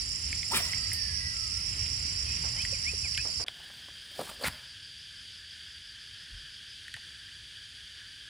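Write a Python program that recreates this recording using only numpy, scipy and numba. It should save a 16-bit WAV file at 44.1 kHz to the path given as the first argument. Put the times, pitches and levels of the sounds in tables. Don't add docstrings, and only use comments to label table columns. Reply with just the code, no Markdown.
import sys
import numpy as np
from scipy import signal
from scipy.fft import rfft, irfft, next_fast_len
from scipy.io import wavfile
from numba import njit

SR = 44100
rng = np.random.default_rng(int(sys.argv[2]) if len(sys.argv) > 2 else 0)


def transcribe(signal):
    frames = np.atleast_2d(signal).T
    limited = np.clip(frames, -1, 1)
    pcm = np.round(limited * 32767).astype(np.int16)
    wavfile.write(sys.argv[1], SR, pcm)


N = 365588
t = np.arange(N) / SR

MEADOW_END_S, POND_START_S = 3.441, 3.463
TOP_HZ = 15800
GUST_S, GUST_WIDTH_S, GUST_DB = 2.32, 0.7, 3.5
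RUMBLE_DB = -43
BUZZ_HZ = 101.5
STROKE_PERIOD_S = .0329
BIRD_TOP_HZ, BIRD_FADE_S = 2626, 0.016
THROAT_HZ, THROAT_WIDTH_HZ = 2390, 510
REEL_RING_HZ, REEL_RING_DB = 1965, -50
PAYOUT_START_S, PAYOUT_END_S = 0.49, 1.61
SLOW_TONE_SHARE = 0.54
LOUDNESS_POWER = 1.37

# (frequency [Hz], density [dB per Hz])
RUMBLE_COLOUR = [(15, -50), (25, -24), (53, 1), (80, 2.5), (99, -0.5), (225, -17.5), (482, -29.5),
                 (908, -33.5), (1050, -30.5), (1330, -30), (1510, -33.5), (1980, -18.5), (2960, -17),
                 (3660, -29.5), (3900, -25.5), (5070, -25), (8580, -120)]
RUSTLE_COLOUR = [(25, -25), (70, -1), (130, -3), (250, -11.5), (500, -13.5), (900, -12.5), (1350, -4),
                 (1700, -9), (2200, -7), (3100, -8), (3700, -32), (6000, -25)]
INSECT_HISS_COLOUR = [(2500, -23), (4000, 2.5), (6500, 4), (8300, 1.5), (10600, 5.5), (11200, -6.5),
                      (12200, -66), (14800, -1.5), (16000, -36)]
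POND_AIR_COLOUR = [(22, -26), (55, 1.5), (100, 0), (200, -12.5), (400, -20), (800, -28), (1200, -30),
                   (2200, -9.5), (5500, -12), (7200, -18.5), (10000, -17.5), (11500, -28), (12600, -36.5),
                   (15000, -38)]
LINE_HISS_COLOUR = [(1500, -6), (3500, 2.5), (4800, 0), (6200, -7.5), (9000, 0), (11000, -4), (12500, -24),
                    (14500, 0), (16000, -17)]
SNAP_COLOUR = [(3000, -18), (6500, -15), (8600, 1), (11000, 1), (12500, -15), (14500, -3), (16000, -14),
               (18000, -40)]

# (pitch [Hz], pitch spread [Hz], level [dB], left minus right [dB], chirp rate [1/s],
# first chirp [s], throb depth [0-1], buzz depth [0-1], slow level wander [dB])
CHORUS_GROUPS = [(4732, 185, -41, -8.5, 3.17, 0.046, 0.02, 0, 1.5),
                 (5130, 200, -41, -6.5, 7.665, 0.13, 0.1, 0.24, 1),
                 (5462, 190, -40, -11, 7.665, 0.12, 0.32, 0.17, .5)]
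# (first stroke [s], end [s], level [dB])
CRICKET_TRILLS = [(.025, .96, -42), (1.342, 1.62, -46.5), (1.668, 3.43, -43.5)]
# (lowest point [s], fall [s], rise [s], lowest pitch [Hz],
# level going down [dB], level going up [dB])
BIRD_SWOOPS = [(2.3, .05, 0.053, 2500, -49, -47.5), (2.545, .049, 0.084, 1830, -60, -37),
               (2.806, .085, .11, 1557, -44.5, -32.5), (3.113, .085, .11, 1637, -39.5, -37.5)]
# (start [s], end [s], first pitch [Hz], last pitch [Hz], level [dB])
BIRD_UPPER_NOTES = [(2.22, 2.31, 3270, 3010, -58), (2.56, 2.64, 3080, 3030, -45)]
# (centre [Hz], width [Hz], level [dB], throb [dB])
CICADA_RESONANCES = [(1668, 355, -57.5, 1.48), (3248, 750, -51, 0.5), (4700, 170, -56, 1),
                     (4610, 1100, -58.5, 0.3)]
# (pitch [Hz], level [dB])
POND_INSECT_TONES = [(5136, -69), (9943, -76), (10740, -80)]
# (time [s], peak of the ring [dB], main ring [Hz],
# rattle t60 [s], bright snap relative to the click [dB])
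CLICK_EVENTS = [(.328, -21.5, 2190, 0.083, -14), (.43, -26.5, 2270, .06, -35),
                (.733, -23.5, 2090, 0.14, -30), (.917, -25.5, 2060, 0.076, -35),
                (1.365, -34.5, 2000, .05, -30), (1.862, -30.5, 2880, .03, -28),
                (2.619, -28.5, 3070, .03, -4), (2.65, -23, 2040, 0.091, -28),
                (3.148, -25.5, 2800, 0.045, -24), (3.1758, -18, 2800, .053, -11.5),
                (3.4817, -26, 2280, 0.034, -25), (3.4825, -20.5, 3430, 0.052, -16),
                (4.4825, -23.5, 1753, .035, -14), (6.8807, -31, 1850, 0.055, -13),
                (6.9403, -27.5, 1820, 0.11, -11), (6.9414, -35, 3200, .04, -26),
                (6.9645, -32.5, 1890, .045, -11)]
# (multiple of the main ring [1], width / centre [1], level [dB])
CLICK_MODES = [(.6, 0.17, -19), (1, 0.23, 5.5), (1.45, 0.24, -3), (2.2, 0.6, -9)]
# (time [s], peak [dB], centre [Hz], excitation t60 [s], width / centre [1])
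DULL_EVENTS = [(2.437, -40, 696, 0.32, 2.3), (2.55, -45.5, 850, 0.53, 1.6), (2.72, -40.5, 547, 0.04, 0.11),
               (2.934, -39.5, 378, 0.045, 0.46), (3.05, -41.5, 750, 0.12, 2.8),
               (3.178, -31, 1730, 0.054, 0.13), (3.252, -36, 457, 0.25, 2.5), (3.399, -35, 482, 0.18, 2.4),
               (3.482, -33, 1050, 0.025, 1.4), (3.6, -48, 1000, 0.11, 1.4),
               (3.701, -44.5, 1000, 0.027, 1.8), (3.883, -42.5, 650, 0.051, 2.3),
               (4.192, -24.5, 553, .04, 0.89), (4.272, -36, 900, .03, 1.6), (4.314, -37.5, 800, 0.021, 1.8),
               (4.445, -37.5, 70, 0.24, 0.91), (6.3, -41, 45, 0.45, 0.78), (6.942, -46.5, 98, 0.091, 0.43),
               (6.965, -49, 880, 0.063, 0.71)]
# (time [s], whine [Hz], level [dB])
SPOOL_WHINE = [(.7, 1487, -74), (.8, 1610, -67), (.94, 1715, -58.5), (.955, 1850, -50), (1.04, 1768, -52.5),
               (1.2, 1650, -59), (1.33, 1580, -63), (1.4, 1520, -74)]
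# (start [s], end [s], first pitch [Hz], last pitch [Hz], level [dB])
RUNNING_LINE_WHISTLES = [(.68, .95, 1300, 1303, -62), (1.32, 1.52, 1397, 1210, -58.5),
                         (1.5, 1.63, 1377, 1340, -61)]
# (time [s], length [s], level at onset [dB])
LINE_SLAPS = [(0.559, 0.0058, -25.5), (0.572, .009, -24), (0.931, 0.0079, -29), (4.461, .002, -37),
              (4.468, .003, -31), (4.4748, .0035, -29.5), (4.4795, 0.0033, -29.5)]
# (start [s], end [s], first pitch [Hz], last pitch [Hz], level [dB])
FINGER_ZIPS = [(4.4362, 4.4412, 3900, 5200, -29)]
# (multiple of the tone [1], width / centre [1], level [dB])
ROD_VORTICES = [(.24, 1, -16), (.6, 0.86, -7), (1, 0.77, -1), (1.8, 0.68, -15)]
# (fastest point [s], speed-up [s], slow-down [s], top vortex tone [Hz], rush [dB],
# clean tone [dB], line hiss [dB], low puff [dB])
ROD_STROKES = [(.521, .008, .012, 1020, -47, -38.5, -37, -59),
               (.537, .006, 0.0082, 1250, -34, -30, -45, -53), (.54, .01, 0.013, 399.3, -56, -39, -70, -57),
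               (0.549, .011, .014, 2800, -30, -43, -37, -45),
               (.573, .02, 0.024, 2397, -32.5, -37, -30.5, -45),
               (.604, .007, 0.012, 747, -44, -44, -57, -68), (.64, .0189, .06, 1080, -63, -55, -60, -72),
               (.65, .06, 0.1, 2700, -45, -62, -46.5, -68), (3.7, .3, 0.23, 750, -66, -90, -61, -67.5),
               (4.196, .0053, 0.011, 620, -32.5, -43, -48, -52),
               (4.215, .008, 0.013, 624, -37.5, -41, -54, -50),
               (4.275, .11, .056, 800, -54, -67, -46.5, -65),
               (4.295, .0067, .007, 1200, -44, -50, -59, -60), (4.426, .018, .01, 640, -40, -49, -46, -61),
               (4.443, .004, .004, 560, -37, -38, -50, -49),
               (4.446, .007, .006, 1800, -29.5, -41, -44, -58),
               (4.458, .008, 0.009, 2100, -29, -38, -40, -58),
               (4.474, .005, .005, 2500, -35.5, -52, -42, -56),
               (4.482, .0035, 0.0062, 1500, -31, -38, -37.5, -40.5)]


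def undb(db):
    return 10 ** (np.asarray(db) / 20)


def unit(x):
    return x / np.sqrt(np.mean(x ** 2) + 1e-20)


def during(start_s, end_s, fade_s=0.00087):
    return np.clip((t - start_s) / fade_s, 0, 1) * np.clip((end_s - t) / fade_s, 0, 1)


def pan(db):
    return undb(np.array([[db], [-db]]) / 2)


def place(x, pan_db=0, lead_ms=0):
    delay = int(round(lead_ms * SR / 1000))
    return np.array([x, np.roll(x, delay)]) * pan(pan_db)


def add(out, start_s, x):
    i = int(max(start_s, 0) * SR)
    out[i:i + len(x)] += x[:max(N - i, 0)]


def walk(knots_per_s, size=N):
    knots = rng.standard_normal(2000)
    return 1.243 * np.interp(t[:size] * knots_per_s, np.arange(len(knots)), knots)


def noise(colour):
    hz, db = np.transpose(colour)
    size = next_fast_len(N)
    f = np.maximum(np.fft.rfftfreq(size, 1 / SR), 1)
    gain = undb(np.interp(np.log(f), np.log(hz), db))
    return unit(irfft(rfft(rng.standard_normal(size)) * gain, size)[:N])


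@njit
def svf(x, g, k):
    y, band, low = np.empty(len(x)), 0., 0.
    for i in range(len(x)):
        v = (band + g[i] * (x[i] - low)) / (1 + g[i] * (g[i] + k))
        band, low, y[i] = 2 * v - band, low + 2 * g[i] * v, k * v
    return y


def resonate(x, hz, share):
    g = np.tan(np.pi * np.minimum(hz, TOP_HZ) / SR) * np.ones(len(x))
    once = svf(x + 1e-18, g, float(share))
    return svf(once, g, float(share))


def foliage(x, t60_s):
    age = t[:SR // 2]
    tail = rng.standard_normal((2, len(age))) * undb(-60 * age / t60_s)
    return signal.fftconvolve(x[None], unit(tail) / np.sqrt(len(age)), axes=1)[:, :N]


def whistle(hz, db, waver, flicker_db=1.5):
    size = len(hz)
    phase = 2 * np.pi * np.cumsum(hz * (1 + waver * walk(200, size))) / SR
    return np.sqrt(2) * undb(db + flicker_db * walk(60.3, size)) * np.sin(phase)


def glides(notes, waver=0.014):
    out = np.zeros(N)
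    for start_s, end_s, first_hz, last_hz, db in notes:
        u = np.linspace(0, 1, max(int((end_s - start_s) * SR), 2))
        tone = whistle(first_hz + (last_hz - first_hz) * u, db, waver)
        add(out, start_s, tone * np.sqrt(np.abs(np.sin(np.pi * u))))
    return out


def meadow_air(wide_db=-52.0, hiss_db=-47, spread_db=-14, wide_gust_db=4):
    flip = np.array([[1], [-1]])
    gust = np.exp(-((t - GUST_S) / GUST_WIDTH_S) ** 2)
    rumble = noise(RUMBLE_COLOUR) * undb(RUMBLE_DB + GUST_DB * gust + 1.5 * walk(9.05))
    rustle = noise(RUSTLE_COLOUR) * flip * undb(wide_db + wide_gust_db * gust + walk(9.54))
    hiss = place(noise(INSECT_HISS_COLOUR), 0, .11)
    hiss = hiss + undb(spread_db) * noise(INSECT_HISS_COLOUR) * flip
    return rumble + rustle + hiss * undb(hiss_db + .5 * walk(19))


def pond_air():
    return noise(POND_AIR_COLOUR) * undb(-54.5 + 0.46 * walk(8.6))


def chorus(count=9, stroke_hz=55, glide=0.033, scatter=1.0, crowd_db=-0.5, wander=.008,
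           lead_ms=.41, drift=.009, turns_db=3.0, crowd_width=3.43):
    out, size = 0, int(MEADOW_END_S * SR) + 1
    buzz_phase = 2 * np.pi * np.cumsum(BUZZ_HZ * (1 + 0.039 * walk(13))) / SR
    buzz = np.cos(buzz_phase) + .45 * np.cos(2 * buzz_phase)
    for hz, spread_hz, db, pan_db, rate_hz, first_s, depth, buzz_depth, swell_db in CHORUS_GROUPS:
        group = np.zeros(N)
        for rank, (pace, start, tune) in zip(np.linspace(-1, 1, count), rng.random((count, 3))):
            unrest = walk(35, size)
            singer_stroke_hz = stroke_hz * (.6 + pace) * (1 + 0.0987 * unrest)
            stroke = (np.cumsum(singer_stroke_hz) / SR + start) % 1
            pitch_hz = hz + spread_hz * (rank + .2 * (tune - .5))
            pitch_hz = pitch_hz * (1 + glide * (.5 - stroke) + wander * unrest + drift * walk(7, size))
            effort = undb(turns_db * walk(11, size))
            tone = np.sin(2 * np.pi * np.cumsum(pitch_hz) / SR)
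            add(group, 0, effort * np.sin(np.pi * stroke) ** 4 * tone)
        group /= group[:size].std()
        share = crowd_width * spread_hz / hz
        crowd = np.array([unit(resonate(rng.standard_normal(N), hz, share)) for side in range(2)])
        both = place(group, 0, lead_ms) + scatter * foliage(group, 0.13) + undb(crowd_db) * crowd
        both *= 1 + depth * np.cos(2 * np.pi * rate_hz * (t - first_s))
        both *= (1 + buzz_depth * buzz) * undb(swell_db * walk(5.98))
        out = out + both / both[:, :size].std() * undb(db) * pan(pan_db)
    return out


def near_cricket(length_s=0.02, top_hz=7340, fall_hz=340, crest=0.36, rasp=0.31, lead_ms=.11, effort_db=-0.2):
    out, u = np.zeros(N), np.linspace(0, 1, int(length_s * SR))
    envelope = np.minimum(1, np.minimum(u / .25, (1 - u) / .25))
    for first_s, end_s, db in CRICKET_TRILLS:
        for s in np.arange(first_s, end_s, STROKE_PERIOD_S):
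            size, tune, phase = rng.standard_normal(3)
            pitch_hz = top_hz + 15 * tune - fall_hz * ((u - crest) / (1 - crest)) ** 2
            tone = np.sin(2 * np.pi * (np.cumsum(pitch_hz) / SR + phase))
            add(out, s - .45 * length_s, undb(db + .5 * size) * envelope * tone)
    out *= np.sqrt(2) * undb(effort_db * walk(5.1)) * (1 + rasp * walk(230))
    return place(out, 2.5, lead_ms) + undb(-20) * foliage(out, .12)


def bird(lead_ms=0.37, echo_db=-9):
    song = glides(BIRD_UPPER_NOTES)
    for s, fall_s, rise_s, low_hz, down_db, up_db in BIRD_SWOOPS:
        age_s = np.arange(-fall_s, rise_s, 1 / SR)
        u = age_s / np.where(age_s < 0, fall_s, rise_s) / 2
        hz = BIRD_TOP_HZ - (BIRD_TOP_HZ - low_hz) * np.cos(np.pi * u) ** 2
        db = down_db + (up_db - down_db) * (1 + np.sin(np.pi * u)) / 2
        throat = 1 / (1 + (2 * (hz - THROAT_HZ) / THROAT_WIDTH_HZ) ** 2)
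        fade = np.clip(np.minimum(age_s + fall_s, rise_s - age_s) / BIRD_FADE_S, 0, 1)
        add(song, s - fall_s, whistle(hz, db, waver=0.006) * throat * fade)
    return place(song, 0.9, lead_ms) + undb(echo_db) * foliage(song, 0.08)


def cicadas(grain_db=3, pulse_hz=5.9, pulse_s=4.684, pulse_db=-55, chirr_hz=37, chirr=0.078):
    out = 0
    for hz, width_hz, db, throb_db in CICADA_RESONANCES:
        bursts = 1 + chirr * np.cos(2 * np.pi * np.cumsum(chirr_hz * (1 + 0.118 * walk(15))) / SR)
        clicks = rng.standard_normal(N) * undb(grain_db * rng.standard_normal(N)) * bursts
        level = undb(db + .5 * walk(1.56) + throb_db * walk(14))
        out = out + unit(resonate(clicks, hz, width_hz / hz)) * level
    beat = (.5 + .5 * np.cos(2 * np.pi * pulse_hz * (t - pulse_s))) * during(3.78, 6.8, 0.059)
    out += unit(resonate(rng.standard_normal(N), 5016, 0.088)) * beat * undb(pulse_db)
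    for hz, db in POND_INSECT_TONES:
        phase = 2 * np.pi * np.cumsum(hz * (1 + 0.00089 * walk(40))) / SR
        out += np.sqrt(2) * undb(db + 2 * walk(13)) * np.sin(phase)
    return out


def clicks_and_knocks(contact_s=0.0012, tail_db=-14, body_low_hz=1550, body_high_hz=4700,
                      snap_s=.0015, soft_hz=10500):
    out, age_s = np.zeros(N), t[:SR // 3]
    soften = signal.butter(5, min(soft_hz, TOP_HZ), fs=SR, output="sos")
    bright = signal.sosfilt(soften, noise(SNAP_COLOUR))
    body = signal.butter(3, [body_low_hz, min(body_high_hz, TOP_HZ)], "bandpass", fs=SR, output="sos")
    for s, db, hz, t60_s, snap_db in CLICK_EVENTS:
        push = np.exp(-age_s / contact_s) + undb(tail_db - 60 * age_s / t60_s)
        push = rng.standard_normal(len(age_s)) * push
        push[0] += 6
        modes = sum(undb(mode_db) * resonate(push, hz * k, share) for k, share, mode_db in CLICK_MODES)
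        ring = signal.sosfilt(body, modes)
        snap = bright[int(s * SR):][:len(age_s)] * np.exp(-age_s / snap_s)
        add(out, s, undb(db) * (ring / np.abs(ring).max() + undb(snap_db) * snap))
    for s, db, hz, t60_s, share in DULL_EVENTS:
        dull = resonate(rng.standard_normal(len(age_s)) * undb(-60 * age_s / t60_s), hz, share)
        add(out, s, undb(db) * dull / np.abs(dull).max())
    return out


def spool(ring_share=0.026, ring_fade_s=0.52):
    s, hz, db = np.transpose(SPOOL_WHINE)
    whine = whistle(np.interp(t, s, hz), np.interp(t, s, db), waver=.008, flicker_db=2.0)
    whine = whine * during(s[0], s[-1], .03)
    ring = unit(resonate(rng.standard_normal(N), REEL_RING_HZ, ring_share)) * undb(2.9 * walk(20))
    ring = ring * np.clip((PAYOUT_END_S - t) / ring_fade_s, 0, 1) * during(PAYOUT_START_S, PAYOUT_END_S, .03)
    return whine + glides(RUNNING_LINE_WHISTLES) + undb(REEL_RING_DB) * ring


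def slaps(fall_share=0.85):
    envelope = np.zeros(N)
    for s, length_s, db in LINE_SLAPS:
        u = np.linspace(0, 1, max(int(length_s * SR), 2))
        add(envelope, s, undb(db) * (1 - fall_share * u))
    return envelope * noise(SNAP_COLOUR) + glides(FINGER_ZIPS, waver=.02)


def cast(flutter_db=2.0, puff_hz=150):
    out, hiss = np.zeros(N), noise(LINE_HISS_COLOUR)
    puff = unit(resonate(rng.standard_normal(N), puff_hz, 1.15))
    for s, rise_s, fall_s, top_hz, rush_db, tone_db, line_db, puff_db in ROD_STROKES:
        near = (t > s - 8 * rise_s) & (t < s + 8 * fall_s)
        age_s = t[near] - s
        speed = 1 / (1 + (age_s / np.where(age_s < 0, rise_s, fall_s)) ** 2)
        hz = top_hz * (SLOW_TONE_SHARE + (1 - SLOW_TONE_SHARE) * speed)
        eddies = rng.standard_normal(N)[near]
        rush = 0
        for k, share, db in ROD_VORTICES:
            band_rms = np.sqrt(np.pi / 2 * hz * k * share / SR)
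            rush = rush + undb(db) * resonate(eddies, hz * k, share) / band_rms
        air = undb(rush_db) * rush + whistle(hz, tone_db, waver=0.0398)
        air = air + undb(line_db) * hiss[near] + undb(puff_db) * puff[near]
        out[near] += air * speed ** LOUDNESS_POWER
    return out * undb(flutter_db * walk(150))


def scene():
    swish, whine = cast() + slaps(), spool()
    meadow = meadow_air() + chorus() + near_cricket() + bird()
    meadow += place(swish + whine, .3, .11) + undb(-6.0) * foliage(swish, 0.25)
    meadow += undb(-9) * foliage(whine, 0.51)
    pond = pond_air() + cicadas() + swish + undb(-13.5) * foliage(swish, 0.58)[0]
    return meadow * during(0, MEADOW_END_S) + pond * during(POND_START_S, N / SR) + clicks_and_knocks()


def record(dry):
    return signal.sosfilt(signal.ellip(8, .2, 70, TOP_HZ, fs=SR, output="sos"), dry)


dry = scene()
out = record(dry)
transcribe(out)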